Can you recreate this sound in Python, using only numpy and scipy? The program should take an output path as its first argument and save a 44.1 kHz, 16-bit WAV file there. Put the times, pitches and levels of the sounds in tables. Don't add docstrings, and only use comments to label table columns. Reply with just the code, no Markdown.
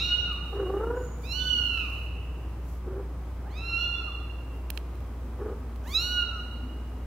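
import sys
import numpy as np
from scipy import signal
from scipy.io import wavfile

SR = 44100
rng = np.random.default_rng(int(sys.argv[2]) if len(sys.argv) > 2 else 0)


def generate_wav(signal):
    frames = np.transpose(np.atleast_2d(signal))
    scaled = np.clip(frames, -1, 1) * 32767
    pcm = np.round(scaled).astype(np.int16)
    wavfile.write(sys.argv[1], SR, pcm)


N = 311326


def amp(db):
    return 10 ** (np.asarray(db) / 20)


def rms_one(x):
    return x / np.sqrt(np.mean(x ** 2) + 1e-20)


def in_time(rows, t):
    s, *columns = np.transpose(rows)
    return [np.interp(t, s, c) for c in columns]


def at_hz(points, hz):
    point_hz, value = np.array(points).T
    return np.interp(np.log(hz), np.log(point_hz), value)


def drift(rate_hz, size):
    r = np.exp(-2 * np.pi * rate_hz / SR)
    slow = signal.lfilter([1], [1, -2 * r, r * r], rng.standard_normal(size + SR))[SR:]
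    return rms_one(slow - slow.mean())


def band_noise(low_hz, high_hz, size, order=2):
    sos = signal.butter(order, [low_hz, high_hz], "band", fs=SR, output="sos")
    return rms_one(signal.sosfilt(sos, rng.standard_normal(size + 8000))[8000:])


def running_phase(hz):
    return 2 * np.pi * np.cumsum(hz) / SR


def panned(x, pan_db):
    return np.array([x * amp(pan_db / 2), x * amp(-pan_db / 2)])


LEAD = int(.2 * SR)


def span(start_s, end_s, fade_s):
    t = np.arange(int(start_s * SR), min(int(end_s * SR), N)) / SR
    ends = np.clip(np.minimum(t - t[0], t[-1] - t) / fade_s, 0, 1)
    return np.round(t * SR).astype(int) + LEAD, t, ends


# (frequency_hz, likeness from -1 to 1)
CHANNEL_LIKENESS = [(60, 1.0), (150, 1.0), (380, 0.97), (950, 0.81), (2380, 0.44), (5980, -0.047),
                    (15000, -0.16)]


def bands(size):
    edges_hz = 20 * 2 ** np.arange(0, 9.8, 1 / 3)
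    white = rng.standard_normal((2, 2, size))
    for k, (low, high) in enumerate(zip(edges_hz, edges_hz[1:])):
        sos = signal.butter(2, [low, high], "band", fs=SR, output="sos")
        mid, side = signal.sosfilt(sos, white[k % 2])
        hz = np.sqrt(low * high)
        alike = np.clip(at_hz(CHANNEL_LIKENESS, hz), -1, 1)
        yield hz, np.sqrt(1 + alike) * mid + np.sqrt(1 - alike) * side * [[1], [-1]]


# (time_s, low_band_db, upper_band_db)
RUMBLE_LEVELS = [(0, -46.5, -55.5), (1.8, -48, -55), (2.3, -48, -89), (2.9, -45.5, -53.5),
                 (3.4, -48.5, -75.5), (5.56, -51.5, -51), (6.35, -53, -52), (6.7, -51.5, -47.5),
                 (7.06, -51.5, -49)]
# (frequency_hz, density_db_per_hz)
AIR_SPECTRUM = [(12, -38), (20, -23), (44, -14), (66, -9.5), (80, 0), (100, -12.5), (130, -21),
                (208, -24.5), (283, -16), (601, -25), (1140, -27), (1510, -35), (2710, -39.5), (3200, -45),
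                (8040, -50.5), (15700, -50.5)]
AIR_DB = -43.5
HUM_HZ, HUM_DB, HUM_FADE_DB_PER_S = 60, -34.5, 0.22


def background(patchy_db):
    t = np.arange(N) / SR
    low_db, upper_db = in_time(RUMBLE_LEVELS, t)
    hum = np.sqrt(2) * amp(HUM_DB - HUM_FADE_DB_PER_S * t) * np.sin(2 * np.pi * HUM_HZ * t)
    rumble = amp(low_db) * band_noise(67.0, 185, N, order=5)
    rumble += amp(upper_db) * band_noise(217.7, 263.4, N, order=4)
    air = sum(amp(at_hz(AIR_SPECTRUM, hz)) * noise for hz, noise in bands(N))
    return hum + rumble + amp(AIR_DB + patchy_db * drift(2.4, N)) * rms_one(air)


# (frequency_hz, gain_db)
THROAT_COLOUR = [(600, -22), (1100, -13), (1400, -6), (2000, -4.5), (2600, 1), (3400, -0.5), (4500, 1),
                 (5200, -8), (6000, -3.5)]
LOWER_WIDTH_HZ, UPPER_WIDTH_HZ = 220, 142


def throat_db(hz, lower_hz, lower_db, upper_hz, upper_db):
    lower = lower_db / (1 + ((hz - lower_hz) / LOWER_WIDTH_HZ) ** 2)
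    upper = upper_db / (1 + ((hz - upper_hz) / UPPER_WIDTH_HZ) ** 2)
    return at_hz(THROAT_COLOUR, hz) + lower + upper


# (time_s, pitch_hz, level_db, opening_db),
# the mouth opening being a gain of partials 3 and up; the first mew is already under way
MEW_COURSES = [
    [(-0.13, 696, -52, -7), (-0.06, 1100, -50.5, -6), (-0.015, 1263, -46, 5.5), (0.025, 1398, -46, -1.5),
     (0.055, 1423, -48.5, 2), (0.09, 1432, -48, -1.5), (0.13, 1438, -38, -12.5), (0.145, 1445, -54.5, -7),
     (0.22, 1454, -52.5, -21), (0.29, 1357, -52, -22), (0.33, 1164, -37.5, -6), (0.36, 1049, -47, -21)],
    [(1.23, 1128, -41.5, -10), (1.275, 1315, -60, 2), (1.32, 1363, -51, 7), (1.35, 1473, -45.5, -4.5),
     (1.41, 1490, -41, -10.5), (1.47, 1496, -36.5, -13.5), (1.55, 1449, -37.5, -14),
     (1.65, 1409, -46, -16.5), (1.76, 1353, -44.5, -17.5), (1.83, 1265, -44, -16), (1.87, 1166, -41, -12),
     (1.9, 1040, -28, -29)],
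    [(3.42, 501, -56, -36), (3.47, 830, -56, -46), (3.51, 1014, -62, -11), (3.545, 1184, -60, -4.5),
     (3.58, 1290, -55.5, 4), (3.62, 1347, -58, -3), (3.7, 1382, -50.5, -2), (3.75, 1357, -45, -8.5),
     (3.81, 1416, -48.5, -1), (3.93, 1395, -52, -12), (4.0, 1352, -57, -9), (4.07, 1270, -59, -19),
     (4.11, 1121, -32, -16)],
    [(5.83, 637, -46, -23), (5.888, 1036, -51, -15.5), (5.922, 1140, -50, -0.5), (5.952, 1286, -44, 8),
     (5.985, 1330, -45.5, 5), (6.03, 1440, -47.5, 8), (6.13, 1459, -42, -5.5), (6.175, 1441, -39.5, -10),
     (6.225, 1420, -39.5, -13), (6.26, 1375, -62, -42), (6.35, 1330, -54, -21), (6.41, 1198, -50, -26)],
]
FLUTTER_SHARES = [.002, .0055, .005, .0012]
BRIGHTNESS = [-4, -2, -5, 0]
# (left_minus_right_db, fundamental_gain_db, echo_gain_db (facing away gives more),
# lower_resonance_hz, lower_gain_db, upper_resonance_hz, upper_gain_db)
POSES = [(-1.5, 2.5, -2, 2870, 14, 3830, 16.9), (-12.5, -6, -0.5, 2806, 8.1, 4150, 7.1),
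         (-7, 7, -1, 2790, 12.5, 4130, 7.6), (-5, 7.5, -7.5, 2870, 10, 3935, 14.5)]
# (frequency_hz, gain_db)
UPPER_PARTIALS = [(4000, -24), (6500, -2.5), (8500, -25), (11000, -16), (14000, -15), (16000, -20)]
SHUT_LIFT = .35
CUTOFF_HZ = 16050


def mews(jitter, breath_db, air_db):
    out, to_walls = np.zeros((2, LEAD + N)), np.zeros((2, LEAD + N))
    for rows, flutter, bright_db, pose in zip(MEW_COURSES, FLUTTER_SHARES, BRIGHTNESS, POSES):
        pan_db, low_db, echo_db, *peaks = pose
        at, t, ends = span(rows[0][0], rows[-1][0], .035)
        hz, db, open_db = in_time(rows, t)
        mouth_gains_db = [low_db - SHUT_LIFT * open_db, 0, open_db, open_db]
        levels = [db + throat_db(k * hz, *peaks) + gain_db for k, gain_db in enumerate(mouth_gains_db, 1)]
        for k in range(5, 15):
            silence_db = 99 * (k * hz > CUTOFF_HZ)
            levels.append(levels[3] + bright_db + at_hz(UPPER_PARTIALS, k * hz) - silence_db)
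        phase = running_phase(hz * (1 + jitter * drift(8.1, len(t))))
        fray = running_phase(hz * flutter * band_noise(30, 110, len(t)))
        mouth = np.clip((t[-1] - t) / .09, 0, 1) ** 2
        voice = amp(levels[0]) * np.sin(phase)
        for k, partial_db in enumerate(levels[1:], 2):
            voice += mouth * amp(partial_db) * np.sin(k * (phase + min(k - 1.5, 1.5) * fray))
        voice += amp(levels[1] + breath_db) * band_noise(1500, 7700, len(t))
        voice += amp(levels[3] + air_db) * band_noise(4000, 21000, len(t))
        call = np.sqrt(2) * ends * voice
        out[:, at] += panned(call, pan_db)
        to_walls[:, at] += amp(echo_db) * call
    return out, to_walls


# (frequency_hz, t60_s)
REVERBERATION = [(300, 0.4), (600, 1.23), (1400, 1.24), (2800, 1.373), (3500, 1.21), (4200, 1.01),
                 (8000, 1.02), (16000, 0.16)]
# (frequency_hz, left_minus_right_db)
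ECHO_LEAN = [(400, -3), (1400, -1), (4000, -6)]


def room(x, gap_s):
    t = np.arange(int(1.5 * SR)) / SR
    echoes = np.zeros((2, len(t)))
    for hz, noise in bands(len(t)):
        decay = amp(-60 * t / at_hz(REVERBERATION, hz))
        echoes += noise * panned(decay, at_hz(ECHO_LEAN, hz))
    echoes = echoes * np.clip(t / gap_s, 0, 1)
    echoes = echoes / np.sqrt(np.sum(echoes ** 2) / 2)
    return signal.fftconvolve(x.mean(axis=0, keepdims=True), echoes, axes=1)[:, :LEAD + N]


# (start_s, length_s, level_db)
BRUSHES = [(0.401, 0.76, -65.5), (1.138, 0.68, -61), (1.717, 0.41, -63), (2.599, 0.23, -61.5),
           (4.48, 0.17, -68), (4.718, 0.096, -52), (5.837, 0.14, -49)]
# (frequency_hz, density_db_per_hz)
RUSTLE_SPECTRUM = [(1500, -22), (3000, -6), (6500, -1), (9000, -5), (12500, 0), (16000, -2)]


def rustles(grain_db):
    gain = np.zeros(LEAD + N)
    for s, length_s, db in BRUSHES:
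        at, t, ends = span(s, s + length_s, 0.09)
        gain[at] += ends * amp(db)
    noise = sum(amp(at_hz(RUSTLE_SPECTRUM, hz)) * band for hz, band in bands(N))
    grainy = rms_one(noise * amp(grain_db * drift(60, N)))
    return gain[LEAD:] * grainy * amp([[-1.2], [1.2]])


# (time_s, pitch_hz, level_db, overtones_against_fundamental_db)
TRILL_COURSES = [
    [(0.5, 382.4, -49, -0.5), (0.58, 412.9, -29, -32), (0.67, 359.8, -33.5, -16.5),
     (0.786, 421.3, -31, -13.5), (0.914, 483.2, -32, -12.5), (0.982, 496.3, -35, -18.5),
     (1.07, 504, -43, -15)],
    [(2.82, 317.5, -56, -25), (2.88, 369.4, -39.5, -31), (2.95, 378, -41.5, -27), (3.0, 408, -35, -23),
     (3.05, 323, -67, -9)],
    [(5.36, 303.4, -57, -26), (5.416, 404.5, -38, -29), (5.47, 436.8, -36.5, -27), (5.55, 411, -34.5, -21)],
]
# (first_roll_s, rolls_per_s, rattle_against_level_db)
TRILL_ROLLS = [(0.53, 29, -7), (2.85, 33, -6), (5.393, 29, -5)]
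ROLL_UNEVEN, ROLL_SPREAD_DB = .12, 2.5


def trills(jitter, puff_s, between, nose_db):
    out = np.zeros(LEAD + N)
    for rows, (first_s, rate, rattle_db) in zip(TRILL_COURSES, TRILL_ROLLS):
        at, t, ends = span(rows[0][0], rows[-1][0], 0.039)
        early, strong = rng.standard_normal((2, 20))
        rolls_s = first_s + (np.arange(len(early)) + ROLL_UNEVEN * early) / rate
        bumps = np.exp(-.5 * ((t - rolls_s[:, None]) / puff_s) ** 2)
        puffs = between + amp(ROLL_SPREAD_DB * strong) @ bumps
        hz, db, over_db = in_time(rows, t)
        phase = running_phase(hz * (1 + jitter * drift(39, len(t))))
        voice = np.sin(phase) + amp(over_db) * puffs * (np.sin(2 * phase) + np.sin(3 * phase))
        voice += amp(rattle_db) * band_noise(306, 521, len(t), order=4)
        voice += amp(rattle_db + nose_db) * band_noise(540, 1565, len(t), order=4)
        out[at] += ends * amp(db) * puffs * voice
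    return panned(out, -.3)


# (start_s, length_s, first_hz, last_hz, loudest_db before flicker)
WHISTLE_GLIDES = [(0.95, 0.32, 6950, 6360, -63), (1.377, .24, 3520, 3420, -53.5),
                  (3.767, 0.416, 3447, 3500, -55)]
WHISTLE_PEAK, WHISTLE_FALL_DB = 0.2, 34
WHISTLE_FLICKER_DB = 5


def whistles(jitter):
    out = np.zeros(LEAD + N)
    for s, length_s, first_hz, last_hz, top_db in WHISTLE_GLIDES:
        at, t, ends = span(s, s + length_s, 0.0097)
        done = (t - s) / length_s
        hz = first_hz + (last_hz - first_hz) * done
        db = top_db - WHISTLE_FALL_DB * np.abs(done - WHISTLE_PEAK)
        db += WHISTLE_FLICKER_DB * drift(15.6, len(t))
        out[at] += ends * amp(db) * np.sin(running_phase(hz * (1 + jitter * drift(40, len(t)))))
    return panned(out, -4.0)


# (start_s, level_db, left_minus_right_db, relative_treble_db)
CLAW_TICKS = [(1.7759, -32, -3, -45), (4.7029, -27.5, -15.5, -12.5), (4.7752, -27.5, -19.5, -29),
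              (4.9544, -50, -11, -16), (5.005, -51, -11, -19), (5.76, -49.5, -14, -14)]
# (frequency_hz, relative_level_db, t60_s)
CLAW_MODES = [(1700, -16, 0.00067), (2935, 4.5, 0.0076), (3820, 2, 0.0041), (4520, -19, 0.0036),
              (7540, -26, 0.0023)]


def ticks(snap_s):
    out, t = np.zeros((2, LEAD + N)), np.arange(int(.02 * SR)) / SR
    for s, db, pan_db, treble_db in CLAW_TICKS:
        bright_noise = np.diff(rng.standard_normal(len(t) + 1))
        snap = bright_noise * t / snap_s * np.exp(1 - t / snap_s)
        tick = amp(treble_db + 6.5) * snap
        for hz, mode_db, t60 in CLAW_MODES:
            for late_s in (0, .0012):
                since = np.maximum(t - late_s, 0)
                ring_db = mode_db - 8.5 + rng.normal(0, 1) - 60 * since / t60
                tick += amp(ring_db) * np.sin(2 * np.pi * hz * since)
        i = int(s * SR) + LEAD
        out[:, i:i + len(t)] += panned(amp(db) * tick, pan_db)
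    return out


def scene():
    steady = background(patchy_db=.3)
    kitten, kitten_away = mews(jitter=.002, breath_db=-42, air_db=-19)
    brushes = rustles(grain_db=1.5)
    cat = trills(jitter=.011, puff_s=.007, between=.6, nose_db=-10)
    thin = whistles(jitter=0.0014)
    claws = ticks(snap_s=0.00084)
    echoed = kitten_away + amp(5) * thin + amp(-10) * cat + amp(-20) * claws
    wet = room(echoed, gap_s=0.01)
    voices = (kitten + cat + thin + claws + wet)[:, LEAD:]
    return voices + brushes + steady


def record(dry):
    return signal.sosfilt(signal.cheby2(18, 45, CUTOFF_HZ, fs=SR, output="sos"), dry)


dry = scene()
out = record(dry)
generate_wav(out)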